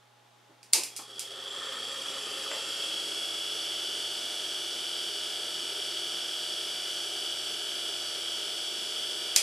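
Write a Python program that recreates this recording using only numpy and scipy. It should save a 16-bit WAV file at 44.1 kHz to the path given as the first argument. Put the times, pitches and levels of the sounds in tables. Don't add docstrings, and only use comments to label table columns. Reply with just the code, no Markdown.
import sys
import numpy as np
from scipy import signal
from scipy.fft import rfft, irfft, next_fast_len
from scipy.io import wavfile
from scipy.ndimage import uniform_filter1d, minimum_filter1d, map_coordinates

SR = 44100
rng = np.random.default_rng(int(sys.argv[2]) if len(sys.argv) > 2 else 0)


def wrap_up_sound(samples):
    columns = np.atleast_2d(samples).T
    tamed = np.clip(columns, -1, 1)
    steps = np.round(tamed * 32767).astype(np.int16)
    wavfile.write(sys.argv[1], SR, steps)


N = 415422


def amp(db):
    return 10 ** (np.asarray(db) / 20)


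def unit_rms(x):
    return x / np.sqrt(np.mean(x ** 2) + 1e-20)


def along(points, hz):
    f, values = np.transpose(points)
    return np.interp(np.log(hz + 1), np.log(f + 1), values)


def wobble(rate_hz):
    knots = rng.standard_normal(int(N * rate_hz / SR) + 4)
    return map_coordinates(knots, [np.arange(N) * rate_hz / SR])


def filtered(x, response):
    size = next_fast_len(x.shape[-1] + 8192)
    return irfft(rfft(x, size) * response(np.fft.rfftfreq(size, 1 / SR)), size)[..., :x.shape[-1]]


def resonances(modes, hz):
    return sum(amp(db) ** 2 / (1 + (2 * (hz - centre) / width) ** 2) for centre, width, db in modes)


def spread(pair, coherence):
    angle = lambda hz: np.arccos(np.clip(along(coherence, hz), -1, 1)) / 2
    mid, side = filtered(pair, lambda hz: np.array([np.cos(angle(hz)), np.sin(angle(hz))]))
    return np.array([mid + side, mid - side])


def flicker(x, depth_db):
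    spectra = signal.stft(x, nperseg=1024)[2]
    patches = uniform_filter1d(uniform_filter1d(rng.standard_normal(spectra.shape), 3, axis=0), 12, axis=1)
    gain = amp(depth_db * unit_rms(patches) - depth_db ** 2 * np.log(10) / 20)
    return signal.istft(spectra * gain, nperseg=1024)[1][:N]


# f/Hz, relative density/dB
AIR_SPECTRUM = [(15, -50), (40, -34), (90, -28), (180, -11), (280, -5), (830, -2), (1300, -5), (2500, -10),
                (3530, -7.5), (4200, -12), (8000, -18), (14300, -26), (15500, -50)]
# f/Hz, coherence
AIR_COHERENCE = [(60, 0.38), (240, 0.15), (950, 0.41), (3770, 0.75), (15000, 0.0)]
# f/Hz, level/dB
HUM_TONES = [(120, -71), (240, -83.5), (836, -71)]


def workshop():
    t = np.arange(N) / SR
    air = spread(filtered(rng.standard_normal((2, N)), lambda hz: amp(along(AIR_SPECTRUM, hz))),
                 AIR_COHERENCE)
    hum = sum(np.sqrt(2) * amp(db + 0.42 * wobble(2.66)) * np.sin(2 * np.pi * hz * t)
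              for hz, db in HUM_TONES)
    return amp(-62.5 + 1.6 * wobble(4.6)) * unit_rms(air) + hum


# f/Hz, t60/s
ROOM_T60 = [(300, 0.1), (800, 0.41), (2000, 0.42), (5500, 0.3), (13000, 0.26)]
# f/Hz, coherence
FAR_COHERENCE = [(60, 0.96), (240, 0.89), (950, 0.86), (3770, 1), (15000, 0.14)]


def in_room(start_s, direct, send):
    hz, t, spectra = signal.stft(rng.standard_normal((2, SR // 2)), SR, nperseg=128)
    decay = amp(-60 * t / along(ROOM_T60, hz)[:, None])
    tail = spread(signal.istft(spectra * decay, SR, nperseg=128)[1], FAR_COHERENCE)
    tail /= np.linalg.norm(tail[0])
    sound = signal.fftconvolve(np.pad(send, (60, 0))[None], tail, axes=1)
    sound[:, :direct.shape[1]] += direct
    return np.pad(sound, ((0, 0), (round(start_s * SR), N)))[:, :N]


# t/s, level/dB, f/Hz, t60/s
BENCH_KNOCKS = [(0.496, -58, 252, 0.18), (0.743, -39.5, 695, 0.17), (.775, -43, 417, 0.26),
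                (.99, -42, 850, 0.09), (2.51, -41, 570, 0.27), (2.511, -33, 1800, .07),
                (9.363, -43, 735, 0.11)]


def bench_knocks():
    out, t = np.zeros((2, N)), np.arange(SR // 4) / SR
    attack = 1 - np.exp(-t / 0.0015)
    for start_s, db, centre_hz, t60_s in BENCH_KNOCKS:
        mode = [(centre_hz, 1.34 * centre_hz, 0)]
        band = filtered(rng.standard_normal(len(t)),
                        lambda hz: resonances(mode, hz) * hz ** 2 / (hz ** 2 + 250 ** 2))
        thud = amp(db - 60 * t / t60_s) * attack * unit_rms(band)
        out += in_room(start_s, np.array([thud, thud]), send=amp(-2) * thud)
    return out


# t/s, peak before limiting/dB, tilt/(dB/octave)
SWITCH_THROWS = [(.7335, 4, 2), (9.3617, 3, .7)]
# t/s, peak/dB, tilt/(dB/octave), room send/dB
LEVER_CLICKS = [(.630, -35.5, 0, 11.5), (.835, -20, 4, 14), (0.9639, -24.5, 3.5, 18),
                (1.194, -18.5, 3.5, 13)]
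# f/Hz, gain/dB
SNAP_SPECTRUM = [(300, -15), (1400, -18.5), (2400, -2), (3400, -5.5), (5000, 0.4), (7500, -2.5),
                 (10000, -1.5), (13000, 2), (15500, -8)]
# f/Hz, width/Hz, level/dB
CASE_MODES = [(2450, 400, 3.5), (4970, 500, 7), (7240, 640, 5.5), (9100, 630, 8)]


def switch():
    out, t = np.zeros((2, N)), np.arange(SR // 40) / SR - .001
    rebound_s, t60_s, lead_s, edge_hz = .0013, .0075, .0049, 10900
    throws = [(s, db, tilt, 6) for s, db, tilt in SWITCH_THROWS]
    ticks = [(s - lead_s, db - 30, 9, 15) for s, db, _ in SWITCH_THROWS]
    blows = sum(size * (t > at) * amp(-60 * (t - at) / t60_s) for at, size in [(0, .45), (rebound_s, .33)])
    impulse = signal.unit_impulse(len(t), np.argmax(blows))
    for start_s, db, tilt, room_db in throws + ticks + LEVER_CLICKS:
        colour_db = lambda hz: along(SNAP_SPECTRUM, hz) + tilt * np.log2((hz + 1) / 5000)
        colour = lambda hz: amp(colour_db(hz)) / (1 + (hz / edge_hz) ** 8)
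        ring = lambda hz: np.sqrt(1 + resonances(CASE_MODES, hz))
        crack = filtered(blows * rng.standard_normal((2, len(t))), lambda hz: colour(hz) * ring(hz))
        crack = spread(crack, FAR_COHERENCE)
        crack *= amp(db) / np.abs(crack).max()
        send = filtered(impulse, lambda hz: colour(hz) * np.sqrt(ring(hz)))
        send *= amp(db + room_db) / np.linalg.norm(send)
        out += in_room(start_s + t[0], crack, send)
    return out


# t/s, speed/(turns/s)
TARGET_SPEED = [(2.4, 40.96), (3.3, 40.86), (4.5, 40.86), (6.1, 40.755), (8.2, 40.63), (9.42, 40.65)]
FULL_RPS = TARGET_SPEED[-1][1]
ON_S, RUN_UP_S, RUN_UP_EXPONENT = .735, 1.522, .546


def rotor_speed():
    t = np.arange(N) / SR
    target_rps = np.interp(t, *np.transpose(TARGET_SPEED))
    return target_rps * np.tanh(np.maximum(t - ON_S, 0) / RUN_UP_S) ** RUN_UP_EXPONENT


# f/Hz, gain/dB
FRAME_SPECTRUM = [(60, -26), (150, -14.5), (250, -7), (400, -8), (800, -4.5), (1100, -12), (2000, -10),
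                  (4000, -9.5), (7000, -13), (10500, -15.5), (12000, -20), (15000, -31), (15700, -60)]
# f/Hz, width/Hz, level over the broad curve/dB
FRAME_MODES = [(400, 60, 11.5), (554, 18, 7), (670, 37, 0.5), (1347, 230, 6), (3054, 31, 15),
               (3325, 165, 15), (4582, 144, 12), (5290, 620, 8), (5670, 260, 4), (7825, 104, 7),
               (7940, 870, 4.5), (9200, 310, 1.5), (10440, 1140, 5.5)]
RIPPLE_DB = 2.2 * np.clip(rng.standard_normal(400), -1.5, 1.5)


def frame_gain(hz):
    ripple_db = np.interp(hz, 70 * np.arange(len(RIPPLE_DB)), RIPPLE_DB)
    return amp(along(FRAME_SPECTRUM, hz) + ripple_db) * np.sqrt(1 + resonances(FRAME_MODES, hz))


def rotor_force(turns, strong, faint_orders, faint_db, scatter_db):
    table_turns, steps_per_turn = 100, 2048
    lines = np.zeros(table_turns * steps_per_turn // 2 + 1, complex)
    uneven_db = scatter_db * np.minimum(rng.standard_normal(len(faint_orders)), 1)
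    low_cut = np.sqrt(1 + (28 / faint_orders) ** 2)
    lines[np.round(faint_orders * table_turns).astype(int)] = amp(faint_db + uneven_db) / low_cut
    orders, heard_db = np.transpose(strong)
    lines[np.round(orders * table_turns).astype(int)] = amp(heard_db) / frame_gain(orders * FULL_RPS)
    lines *= np.exp(2j * np.pi * rng.random(len(lines)))
    wave = irfft(lines) * table_turns * steps_per_turn / np.sqrt(2)
    return map_coordinates(wave, [turns * steps_per_turn % len(wave)], mode="grid-wrap")


# order/(1/turn), full-speed level/dB
ROTOR_TONES = [(10, -64), (15, -57), (17, -62), (57, -60), (70, -57), (71, -55), (74, -47), (75, -54),
               (82, -56), (85, -57), (115, -56), (125, -59), (131, -57), (132, -56)]
BAR_LEVELS_DB = [-59, -47, -56, -60, -61, -61, -64, -68]
LOADED_HARMONICS = [8]
BARS, DB_PER_LOAD = 36, 25


def armature(turns, load):
    bars = [(BARS * k, db) for k, db in enumerate(BAR_LEVELS_DB, 1)]
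    loaded = [bars[k - 1] for k in LOADED_HARMONICS]
    others = [tone for tone in ROTOR_TONES + bars if tone not in loaded]
    growl = rotor_force(turns, [(2, -80)], np.arange(1, BARS), faint_db=-64, scatter_db=4)
    whine = rotor_force(turns, others, np.arange(BARS, 380), faint_db=-64, scatter_db=8)
    jittered = turns + .0006 * wobble(30)
    whistle = rotor_force(jittered, loaded, np.arange(BARS, 380, BARS), faint_db=-90, scatter_db=1)
    return amp(-DB_PER_LOAD * load) * whine + amp(DB_PER_LOAD * load) * (growl + whistle)


# harmonic number, full-speed level/dB
RACE_TONES = [(3, -67), (15, -62), (16, -50), (17, -45), (18, -47), (24, -55)]
# harmonic number, cage sideband number, full-speed level/dB
BALL_TONES = [(4, 1, -57), (9, 0, -64), (16, 1, -63), (34, 1, -59), (38, 1, -60), (39, 1, -56),
              (39, 2, -56), (39, 3, -52), (39, 4, -54), (40, 0, -55), (41, 1, -57), (41, 2, -46),
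              (43, 1, -51), (55, 4, -54)]
RACE_PER_TURN, SPIN_PER_TURN, CAGE_PER_TURN = 4.7462, 2.0083, .4034


def bearings(turns):
    strong = [(k * RACE_PER_TURN, db) for k, db in RACE_TONES]
    strong += [(k * SPIN_PER_TURN + m * CAGE_PER_TURN, db) for k, m, db in BALL_TONES]
    spin_orders = np.add.outer(SPIN_PER_TURN * np.arange(1, 188), CAGE_PER_TURN * np.arange(5)).ravel()
    faint_orders = np.concatenate([spin_orders, RACE_PER_TURN * np.arange(1, 80)])
    slipping = turns + 0.00069 * wobble(6)
    return rotor_force(slipping, strong, faint_orders, faint_db=-69, scatter_db=9)


SCRAPE_DEPTHS_DB = [1, 1, 2]


def brush_hiss(turns, speed_ratio, load):
    level_db = -44 + 32.5 * np.log10(speed_ratio) + 34 * load
    swing_db = sum(db * np.sin(2 * np.pi * k * turns) for k, db in enumerate(SCRAPE_DEPTHS_DB, 2))
    swing_db += 1.05 * wobble(60)
    noise_pair = []
    for _ in range(2):
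        scrape = filtered(amp(swing_db) * rng.standard_normal(N), frame_gain)
        noise_pair.append(unit_rms(flicker(scrape, depth_db=1.5)))
    return amp(level_db) * np.array(noise_pair)


def shaken(modes, burst_db):
    bursts = amp(burst_db * wobble(55.07)) * rng.standard_normal(N)
    response = lambda hz: resonances(modes, hz) ** 0.62 * hz ** 2 / (hz ** 2 + 300 ** 2)
    return unit_rms(filtered(bursts, response))


# speed/(turns/s), rattle level/dB, buzz level/dB
SHAKE_LEVELS = [(14, -73, -77), (18, -55, -60), (23.1, -45, -56.5), (29.2, -38.5, -42.5),
                (33.7, -41, -48.5), (37.4, -44, -49.5), (39, -46, -59), (39.7, -75, -75)]
# f/Hz, width/Hz, level/dB
RATTLE_MODES = [(3302, 143, 3)]
# f/Hz, width/Hz, level/dB
BUZZ_MODES = [(540, 23, 5), (1245, 210, -1.5), (1804, 98, -2.5)]


def rattle_and_buzz(speed_rps):
    rps, rattle_db, buzz_db = np.transpose(SHAKE_LEVELS)
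    rattle = amp(np.interp(speed_rps, rps, rattle_db)) * shaken(RATTLE_MODES, burst_db=0.5)
    buzz = amp(np.interp(speed_rps, rps, buzz_db)) * shaken(BUZZ_MODES, burst_db=3)
    return rattle + buzz


# f/Hz, width/Hz, level/dB
SQUEAL_MODES = [(7380, 22, 0)]


def brush_squeal(speed_rps):
    gate = uniform_filter1d(1. * (speed_rps > 26.5) * (speed_rps < 38.4), size=2000)
    return amp(-53) * gate * shaken(SQUEAL_MODES, burst_db=2.5)


# f/Hz, coherence
MOTOR_COHERENCE = [(60, 0.4), (180, 1), (550, 0.95), (1650, 1), (4000, 0.96), (7000, 0.91), (10000, 0.39),
                   (15000, 0.47)]
TONES_DB_PER_DECADE = 95


def motor():
    speed_rps = rotor_speed()
    turns = np.cumsum(speed_rps) / SR
    running = turns > 0
    speed_ratio = np.maximum(speed_rps / FULL_RPS, .05)
    load = np.clip(1 - speed_ratio, 0, .14)
    tones_db = TONES_DB_PER_DECADE * np.log10(np.minimum(speed_ratio + 0.059, 1))
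    force = armature(turns, load) + bearings(turns)
    tones = amp(tones_db) * flicker(filtered(force, frame_gain), depth_db=1.2)
    hiss = running * brush_hiss(turns, speed_ratio, load)
    direct = running * (tones + rattle_and_buzz(speed_rps) + brush_squeal(speed_rps))
    bench_echo = rng.standard_normal(2048) * np.exp(-np.arange(2048) / 300)
    reflected = signal.fftconvolve(direct, bench_echo / np.linalg.norm(bench_echo))[:N]
    return spread(np.array([direct, reflected]) + hiss, MOTOR_COHERENCE)


def scene():
    return motor() + switch() + bench_knocks() + workshop()


# f/Hz, left minus right/dB
MIC_BALANCE = [(60, 0), (180, -1.5), (550, -2), (1650, 0.5), (4970, -0.5), (15000, -2.5)]
TOP_HZ, CEILING = 15700, .95


def record(dry):
    ports = filtered(dry, lambda hz: amp(np.outer([.5, -.5], along(MIC_BALANCE, hz))) * (hz < TOP_HZ))
    needed_gain = np.minimum(1, CEILING / (np.abs(ports).max(axis=0) + 1e-9))
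    gain = uniform_filter1d(minimum_filter1d(needed_gain, size=129), size=65)
    return filtered(gain * ports, lambda hz: hz < TOP_HZ)


dry = scene()
out = record(dry)
wrap_up_sound(out)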